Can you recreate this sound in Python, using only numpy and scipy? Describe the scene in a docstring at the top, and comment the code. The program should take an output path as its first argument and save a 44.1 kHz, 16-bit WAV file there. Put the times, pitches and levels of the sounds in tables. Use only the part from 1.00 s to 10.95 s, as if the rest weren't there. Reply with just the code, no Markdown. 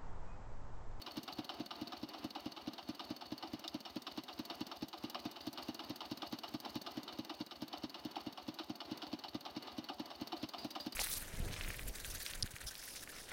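"""A hard diesel chug, 4.6 firings a second: a one-cylinder four-stroke drives a drilling rig's winch in a field.
In each cycle the exhaust puffs through its silencer, the valve gear clacks, the fuel knocks and a tappet
ticks. The blows ring the engine's iron, a loose cover sings, and gears and belt rattle underneath.
The governor hunts between weak and strong firings. Twice the operator steps in front and screens
the treble; once, a bright clank cuts through."""
import sys
import numpy as np
from scipy import signal
from scipy.fft import rfft, irfft
from scipy.io import wavfile

SR = 44100
rng = np.random.default_rng(int(sys.argv[2]) if len(sys.argv) > 2 else 0)


def master_out(mix):
    """Clip the mix to full scale and print it as 16-bit PCM to the path in sys.argv[1]."""
    frames = np.transpose(np.atleast_2d(mix))
    ceiling = np.clip(frames, -1, 1)
    pcm = np.round(ceiling * 32767).astype(np.int16)
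    wavfile.write(sys.argv[1], SR, pcm)


N = 438794
T = np.arange(N) / SR
BLOW_T = np.arange(SR // 6) / SR  # time within one blow [s]
FIRST_EXHAUST_S, OPERATOR_STEP_S = -.0438, .6

# hollow voice of the silencer: (pitch [Hz], width [Hz], level [dB], polarity [+1 or -1])
SILENCER_MODES = [(140.3, 17, -20, 1), (192.2, 45, -13, 1), (256.2, 41.6, 4, 1), (308, 69, 3, -1),
                  (585, 77, -2.5, -1), (725, 73, -8, 1)]
# ring of block, flywheel and covers: (pitch [Hz], width [Hz], level over the direct sound [dB])
IRON_MODES = [(579.6, 5.3, 2), (695.5, 12.2, 3.5), (735, 9.2, -0.5), (863, 45, -5.5), (1004, 57, -6.5),
              (1205, 54, -3), (1456, 12, -27), (2007, 27, -2), (2880, 87, 4), (3019, 40, 2),
              (3652, 47, 1.5), (3917, 37, -3.5), (3940, 180, -8), (4414, 82, 2), (4450, 39, -5.5),
              (5395, 84, -3.5), (6180, 67, 7)]
# ring of the clank: (pitch [Hz], decay [ms], level [dB])
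CLANK_MODES = [(3623, 8, -15), (4533, 10, -14), (4710, 11, -14), (5050, 12, -15)]

# tone colour of each noisy layer: (frequency [Hz], relative level [dB])
CLATTER_EQ = [(100, 6.5), (300, 3), (480, -1), (800, 6), (1300, -2), (2000, -7.5), (2600, -3), (3200, -2),
              (4500, 0.5), (5500, -5), (7200, -25), (16000, -33.5)]
GEAR_EQ = [(25, -14), (60, -14), (125, -7.5), (160, -17), (225, 4), (330, 7.5), (470, -4.5), (750, 0.5),
           (1100, -3.5), (1900, -11.5), (3200, -11), (4800, -13), (7200, -36.5), (16000, -36)]
VALVE_EQ = [(100, -2.5), (300, 9.5), (450, -3), (530, 4.5), (900, -4.5), (1400, -5.5), (2400, -8.5),
            (3500, -4), (4500, 6), (5400, -6), (7300, -26), (16000, -20.5)]
SIZZLE_EQ = [(2000, -22), (5000, 7), (6400, 6), (7500, -3.5), (8700, 1), (10500, -4), (12500, 3),
             (15000, 7), (16000, -3)]
CRACK_EQ = [(300, -24.5), (800, 2), (1300, 8), (2000, -7), (2500, -4.5), (3000, 5.5), (4200, 3), (5400, 0),
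            (6500, -21.5), (8000, -21.5), (11000, -29), (15500, -22)]
CRANKCASE_EQ = [(150, -17.5), (330, -4), (480, -15.5), (620, -6), (780, 5.5), (1000, -6.5), (1270, -6.5),
                (1600, -26.5), (2500, -11.5), (6000, -52)]
BUZZ_EQ = [(1500, -21), (3000, -7), (3800, 1.5), (5000, -3), (7000, -18), (16000, -19)]
CLANK_EQ = [(1000, -25), (2800, -16), (3600, 6), (4200, -4), (5200, 2), (7000, -17), (13000, -17),
            (16000, -25)]

# metal blows and gas bursts of one cycle:
# (delay after the exhaust opens [ms], rise [ms], decay [ms], relative level [dB])
CLATTER_HITS = [(-14, 2.9, 15, -52.5), (-2.5, 3.96, 9.2, -44.5), (4.5, 4.2, 11.5, -45.5)]
VALVE_HITS = [(52, 2.8, 7.8, -64), (59.3, 3.1, 4.1, -48.5), (63.4, 2.7, 4.4, -51.5), (96, 0.83, 3.2, -69)]
SIZZLE_BURSTS = [(-2.5, 1.5, 6.7, -55.5), (107.5, 5.5, 6.7, -66), (150.5, .5, 3.7, -65),
                 (155.5, 10, 1.5, -59.5), (177, 9.5, 24, -71.5)]
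SPIT_BURSTS = [(59.8, 1.6, 5.8, -54.5), (97, .4, 1, -74)]
CRACK_HITS = [(106.2, 2.2, 4.6, -45), (109.5, 2.3, 4.9, -46.5), (115.9, 2.9, 6.5, -48.5),
              (124.6, 3.5, 31, -58.5)]
CRANKCASE_HITS = [(111.8, 5.4, 6.5, -44), (125, 5.2, 30, -56)]
TAPPET_HITS = [(153.4, 2.8, 6, -51.5), (152.8, 1.4, 11.4, -56)]

# crankshaft tempo, held by the governor: (time [s], speed [rev/min])
CRANK_SPEED = [(0.0, 560.2), (2.4, 557.3), (2.6, 574.0), (2.8, 554.7), (4.2, 558.5), (4.4, 552.3),
               (4.8, 562.4), (6.6, 553.5), (6.8, 559.3), (8.6, 551.5), (8.8, 556.1), (9.8, 553.3)]
# the governor hunts, weak and strong firings alternate, weak first: (start [s], end [s], depth [0-1])
GOVERNOR_HUNTS = [(.5, 1.55, .7), (1.55, 2.45, .8), (2.65, 3.7, .8), (3.7, 4.6, .8), (4.8, 5.2, .5),
                  (5.85, 8.0, .9), (8.45, 10, 1)]
# the operator stands in front of the engine: (steps in [s], steps out [s])
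OPERATOR_IN_FRONT = [(.45, 3.0), (6.15, 9.35)]

# how hard each part plays in a cycle:
# (trim [dB], change at full fuel [dB], loss behind the operator [dB], random scatter [dB])
CLATTER_MIX = (.4, .2, 1.6, .7)
VALVE_MIX = (1.6, -.6, .8, 1.8)
SIZZLE_MIX = (1.4, 2.3, 4.2, 1.1)
SPIT_MIX = (4.7, .3, 5.6, 1.1)
MOUNT_MIX = (-2.5, 9.5, 1.1, 2.5)
CRACK_MIX = (2.6, 1.2, .8, 1.3)
CRANKCASE_MIX = (2.7, 2.2, 1.7, 1.2)
TAPPET_MIX = (4.4, 1.1, 3.4, 1.4)

# the loose steel cover's lower and upper note: (base level [dB], loss behind the operator [dB])
COVER_NOTES = [(-69, 1.5), (-68, 4.5)]
# the cover rattles harder: (time [s], half length [s], lower note change [dB], upper note change [dB])
COVER_FLARES = [(0, .7, 18, -4), (2.2, .45, 13, -5), (4.6, .7, 1.5, 6), (6.25, .6, 7, 1.5),
                (9.7, .5, 7, 16)]


def undb(db):
    """Decibels to gain."""
    return 10 ** (np.asarray(db) / 20)


def colour(x, eq, size=4096):
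    """Minimum-phase EQ that keeps the power of white noise."""
    hz, db = np.transpose(eq)
    gain = undb(np.interp(np.log(np.fft.rfftfreq(size, 1 / SR) + 1), np.log(hz), db))
    cepstrum = irfft(np.log(gain))
    # folded forward, so nothing sounds ahead of an attack
    cepstrum[1:size // 2] *= 2
    cepstrum[size // 2 + 1:] = 0
    response = irfft(np.exp(rfft(cepstrum)))
    return signal.oaconvolve(x, response / np.linalg.norm(response))[:len(x)]


def resonate(x, hz, width):
    """One resonance, gain 1 at its centre."""
    return signal.lfilter(*signal.iirpeak(hz, hz / width, fs=SR), x)


def envelope(rise_ms, decay_ms):
    """A smooth attack to 1, then an exponential tail."""
    ms = BLOW_T * 1000
    attack = np.sin(np.pi / 2 * np.minimum(ms / rise_ms, 1)) ** 2
    return attack * np.exp(-np.maximum(ms - rise_ms, 0) / decay_ms)


def thump(hz, rise_ms, decay_ms):
    """A damped tone with a rounded attack."""
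    return envelope(rise_ms, decay_ms) * np.sin(2 * np.pi * hz * BLOW_T)


def trigger(shape, times, db):
    """Plays the same shape at each time, each at its own level."""
    out = np.zeros(N + 2 * SR)  # a spare second at each end
    for start, gain in zip(((times + 1) * SR).astype(int), undb(db) * np.ones(len(times))):
        out[start:start + len(shape)] += gain * shape
    return out[SR:SR + N]


def scatter(times, spread):
    """One random offset for each cycle."""
    return spread * rng.standard_normal(len(times))


def after(times, delay_ms, jitter_ms):
    """Moments a set delay later, each a little early or late."""
    return times + (delay_ms + scatter(times, jitter_ms)) / 1000


def grit(spread_db, grain_samples=24):
    """Dense tiny impacts: noise in grains of scattered level, rms 1."""
    sizes = undb(spread_db * np.clip(rng.standard_normal(N // grain_samples + 1), -1.6, 1.6))
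    grains = rng.standard_normal(N) * np.repeat(sizes, grain_samples)[:N]
    return grains / grains.std()


def bursts(times, db, pattern, eq, spread_db, jitter_ms, scatter_db=.5):
    """A pattern of hits in every cycle, each a burst of coloured grit."""
    energy = 0
    for delay, rise, decay, hit_db in pattern:
        level_db = db + hit_db + scatter(times, scatter_db)
        energy += trigger(envelope(rise, decay), after(times, delay, jitter_ms), level_db) ** 2
    return colour(np.sqrt(energy) * grit(spread_db), eq)


def cycle_times():
    """The beat: the exhaust valve opens once in two turns of the crankshaft."""
    seconds = FIRST_EXHAUST_S + np.arange(N + SR // 10) / SR
    rpm = np.interp(seconds, *np.transpose(CRANK_SPEED))
    cycles = np.cumsum(rpm) / (2 * 60 * SR)
    return np.interp(np.arange(int(cycles[-1]) + 1), cycles, seconds)


def fuelling(times):
    """How much fuel the governor gives each firing: -1 weak, 0 even, 1 strong."""
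    fuel = np.zeros(len(times))
    for start, end, depth in GOVERNOR_HUNTS:
        inside = (times >= start) & (times < end)
        fuel = np.where(inside, depth * np.cos(np.pi * np.cumsum(inside)), fuel)
    return fuel


def screened(times):
    """How far the operator covers the engine, 0-1."""
    return sum(np.clip(np.minimum(times - start, end - times) / OPERATOR_STEP_S + .5, 0, 1)
               for start, end in OPERATOR_IN_FRONT)


def accents(times, mix):
    """A part's accent per cycle in dB: it moves with the fuel and by chance, and ducks when screened."""
    trim_db, fuel_db, screen_db, scatter_db = mix
    return trim_db + fuel_db * fuelling(times) - screen_db * screened(times) + scatter(times, scatter_db)


def exhaust(times, push_ms=1.16, echo_ms=9.314, echo_gain=.65, db=-32):
    """A push of gas rings the silencer; one reflection follows and hollows the tone."""
    age = BLOW_T * 1000 / push_ms
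    push = age * np.exp(-age)
    puff = sum(polarity * undb(mode_db) * resonate(push, hz, width)
               for hz, width, mode_db, polarity in SILENCER_MODES)
    puff += echo_gain * np.interp(BLOW_T - echo_ms / 1000, BLOW_T, puff, left=0)
    return trigger(puff / np.abs(puff).max(), after(times, 2.6, 0), db + scatter(times, .47))


def clatter(times):
    """Three metal blows crowd around the opening of the exhaust."""
    db = accents(times, CLATTER_MIX)
    return bursts(times, db, CLATTER_HITS, CLATTER_EQ, spread_db=2.5, jitter_ms=.48)


def gears():
    """The bed: gears and belt rattle all the time, swelling a little."""
    swell = np.interp(T, np.linspace(0, T[-1], 200), rng.standard_normal(200))
    return colour(grit(spread_db=0), GEAR_EQ) * undb(-56 + 2.6 * swell)


def gas_sizzle(times):
    """Gas fizzes past the valves as they open and spits as one shuts, over a faint hiss."""
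    fizz_db, spit_db = accents(times, SIZZLE_MIX), accents(times, SPIT_MIX)
    fizz = bursts(times, fizz_db, SIZZLE_BURSTS, SIZZLE_EQ, spread_db=1.5, jitter_ms=.44)
    spit = bursts(times, spit_db, SPIT_BURSTS, SIZZLE_EQ, spread_db=3, jitter_ms=.27)
    hiss = colour(rng.standard_normal(N), SIZZLE_EQ) * undb(-76 + .39 * np.interp(T, times, fizz_db))
    return fizz + spit + hiss


def valve_clack(times):
    """The valve gear strikes in a quick cluster after each puff."""
    db = accents(times, VALVE_MIX)
    return bursts(times, db, VALVE_HITS, VALVE_EQ, spread_db=2.5, jitter_ms=1)


def cover_gains():
    """Faders for the cover's two notes: they duck behind the operator and move with each flare."""
    lower_db, upper_db = (db - screen_db * screened(T) for db, screen_db in COVER_NOTES)
    for at, half_s, lower_change_db, upper_change_db in COVER_FLARES:
        swell = np.cos(np.pi / 2 * np.minimum(np.abs(T - at) / half_s, 1))
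        lower_db += lower_change_db * swell
        upper_db += upper_change_db * swell
    return undb(lower_db), undb(upper_db)


def loose_cover(times, lower_hz=4405, upper_hz=4795, width_hz=100, buzz_db=-2):
    """Valve and tappet shake the cover: two narrow modes sing after each tick, inside a broad buzz."""
    valve_shake = trigger(envelope(rise_ms=2, decay_ms=11.4), after(times, 59, .5), db=2)
    tappet_shake = trigger(envelope(rise_ms=2, decay_ms=47), after(times, 153, .55), db=0)
    lower, upper = cover_gains()
    ring = undb(buzz_db) * upper * colour(rng.standard_normal(N), BUZZ_EQ)
    for hz, gain in (lower_hz, lower), (upper_hz, upper):
        note = resonate(resonate(rng.standard_normal(N), hz, width_hz), hz, width_hz)
        ring += gain * note / note.std()
    return (valve_shake + tappet_shake) * ring


def shudder(times):
    """The weight of a cycle: a valve thuds, the firing shakes the mounts twice, a low throb follows."""
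    mount_db = accents(times, MOUNT_MIX)
    thud = trigger(thump(216, rise_ms=3.2, decay_ms=7.4), after(times, 60.44, .54), -56.5)
    shake = trigger(thump(330.4, rise_ms=15, decay_ms=8.5), after(times, 111, .34), -47 + .5 * mount_db)
    shake += trigger(thump(306.4, rise_ms=6.4, decay_ms=7.5), after(times, 124, .49), -49.5 + mount_db)
    throb_db = -59 + scatter(times, 1.4)
    throb = trigger(thump(70.3, rise_ms=20, decay_ms=9.7), after(times, 153.6, .81), throb_db)
    return thud + shake + throb


def knock(times, crankcase_db):
    """The fuel ignites with a crack, piston and bearings slap; the crankcase answers later and lower."""
    crack = bursts(times, accents(times, CRACK_MIX), CRACK_HITS, CRACK_EQ, spread_db=2, jitter_ms=.81)
    body = bursts(times, crankcase_db, CRANKCASE_HITS, CRANKCASE_EQ, spread_db=1, jitter_ms=.9)
    return crack + body


def flywheel(times, crankcase_db, low_hz=592, high_hz=690):
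    """Each firing sets the flywheel ringing; the lower mode lasts into the next stroke."""
    low = undb(-62) * thump(low_hz, rise_ms=14, decay_ms=48)
    high = undb(-58) * thump(high_hz, rise_ms=5.2, decay_ms=19)
    return trigger(low + high, after(times, 120, 1.57), .96 * crankcase_db)


def tappet_tick(times):
    """A tappet strikes late in the cycle, in the tone colour of the valve gear."""
    db = accents(times, TAPPET_MIX)
    return bursts(times, db, TAPPET_HITS, VALVE_EQ, spread_db=2.5, jitter_ms=.55)


def clank(at_s=2.678, db=-36):
    """One bright metal clank as the operator reaches over the winch."""
    cue = np.array([at_s])
    force = trigger(envelope(rise_ms=.8, decay_ms=3.5), cue, db) * np.sign(rng.standard_normal(N))
    ring = sum(undb(mode_db) * thump(hz, .82, decay) for hz, decay, mode_db in CLANK_MODES)
    return colour(force, CLANK_EQ) + trigger(ring, cue, db)


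def ring_iron(metal):
    """Blows and rattle all ring the same iron: its modes add to the direct sound."""
    return metal + sum(undb(db) * resonate(metal, hz, width) for hz, width, db in IRON_MODES)


def scene():
    """The mono mix: ringing iron in the middle, puffs and thumps below, fizz and bright metal on top."""
    times = cycle_times()
    crankcase_db = accents(times, CRANKCASE_MIX)  # knock and flywheel share their accents
    metal = clatter(times) + gears() + valve_clack(times) + knock(times, crankcase_db) + tappet_tick(times)
    lows = exhaust(times) + shudder(times) + flywheel(times, crankcase_db)
    highs = gas_sizzle(times) + loose_cover(times) + clank()
    return (undb(-3) * ring_iron(metal) + lows + highs)[None]


def record(dry, low_hz=72, top_hz=16000):
    """The phone thins the deep bass and cuts the top."""
    thin = signal.sosfilt(signal.butter(2, low_hz, "highpass", fs=SR, output="sos"), dry)
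    return signal.sosfilt(signal.ellip(10, .2, 70, top_hz, fs=SR, output="sos"), thin)


dry = scene()
out = record(dry)
master_out(out)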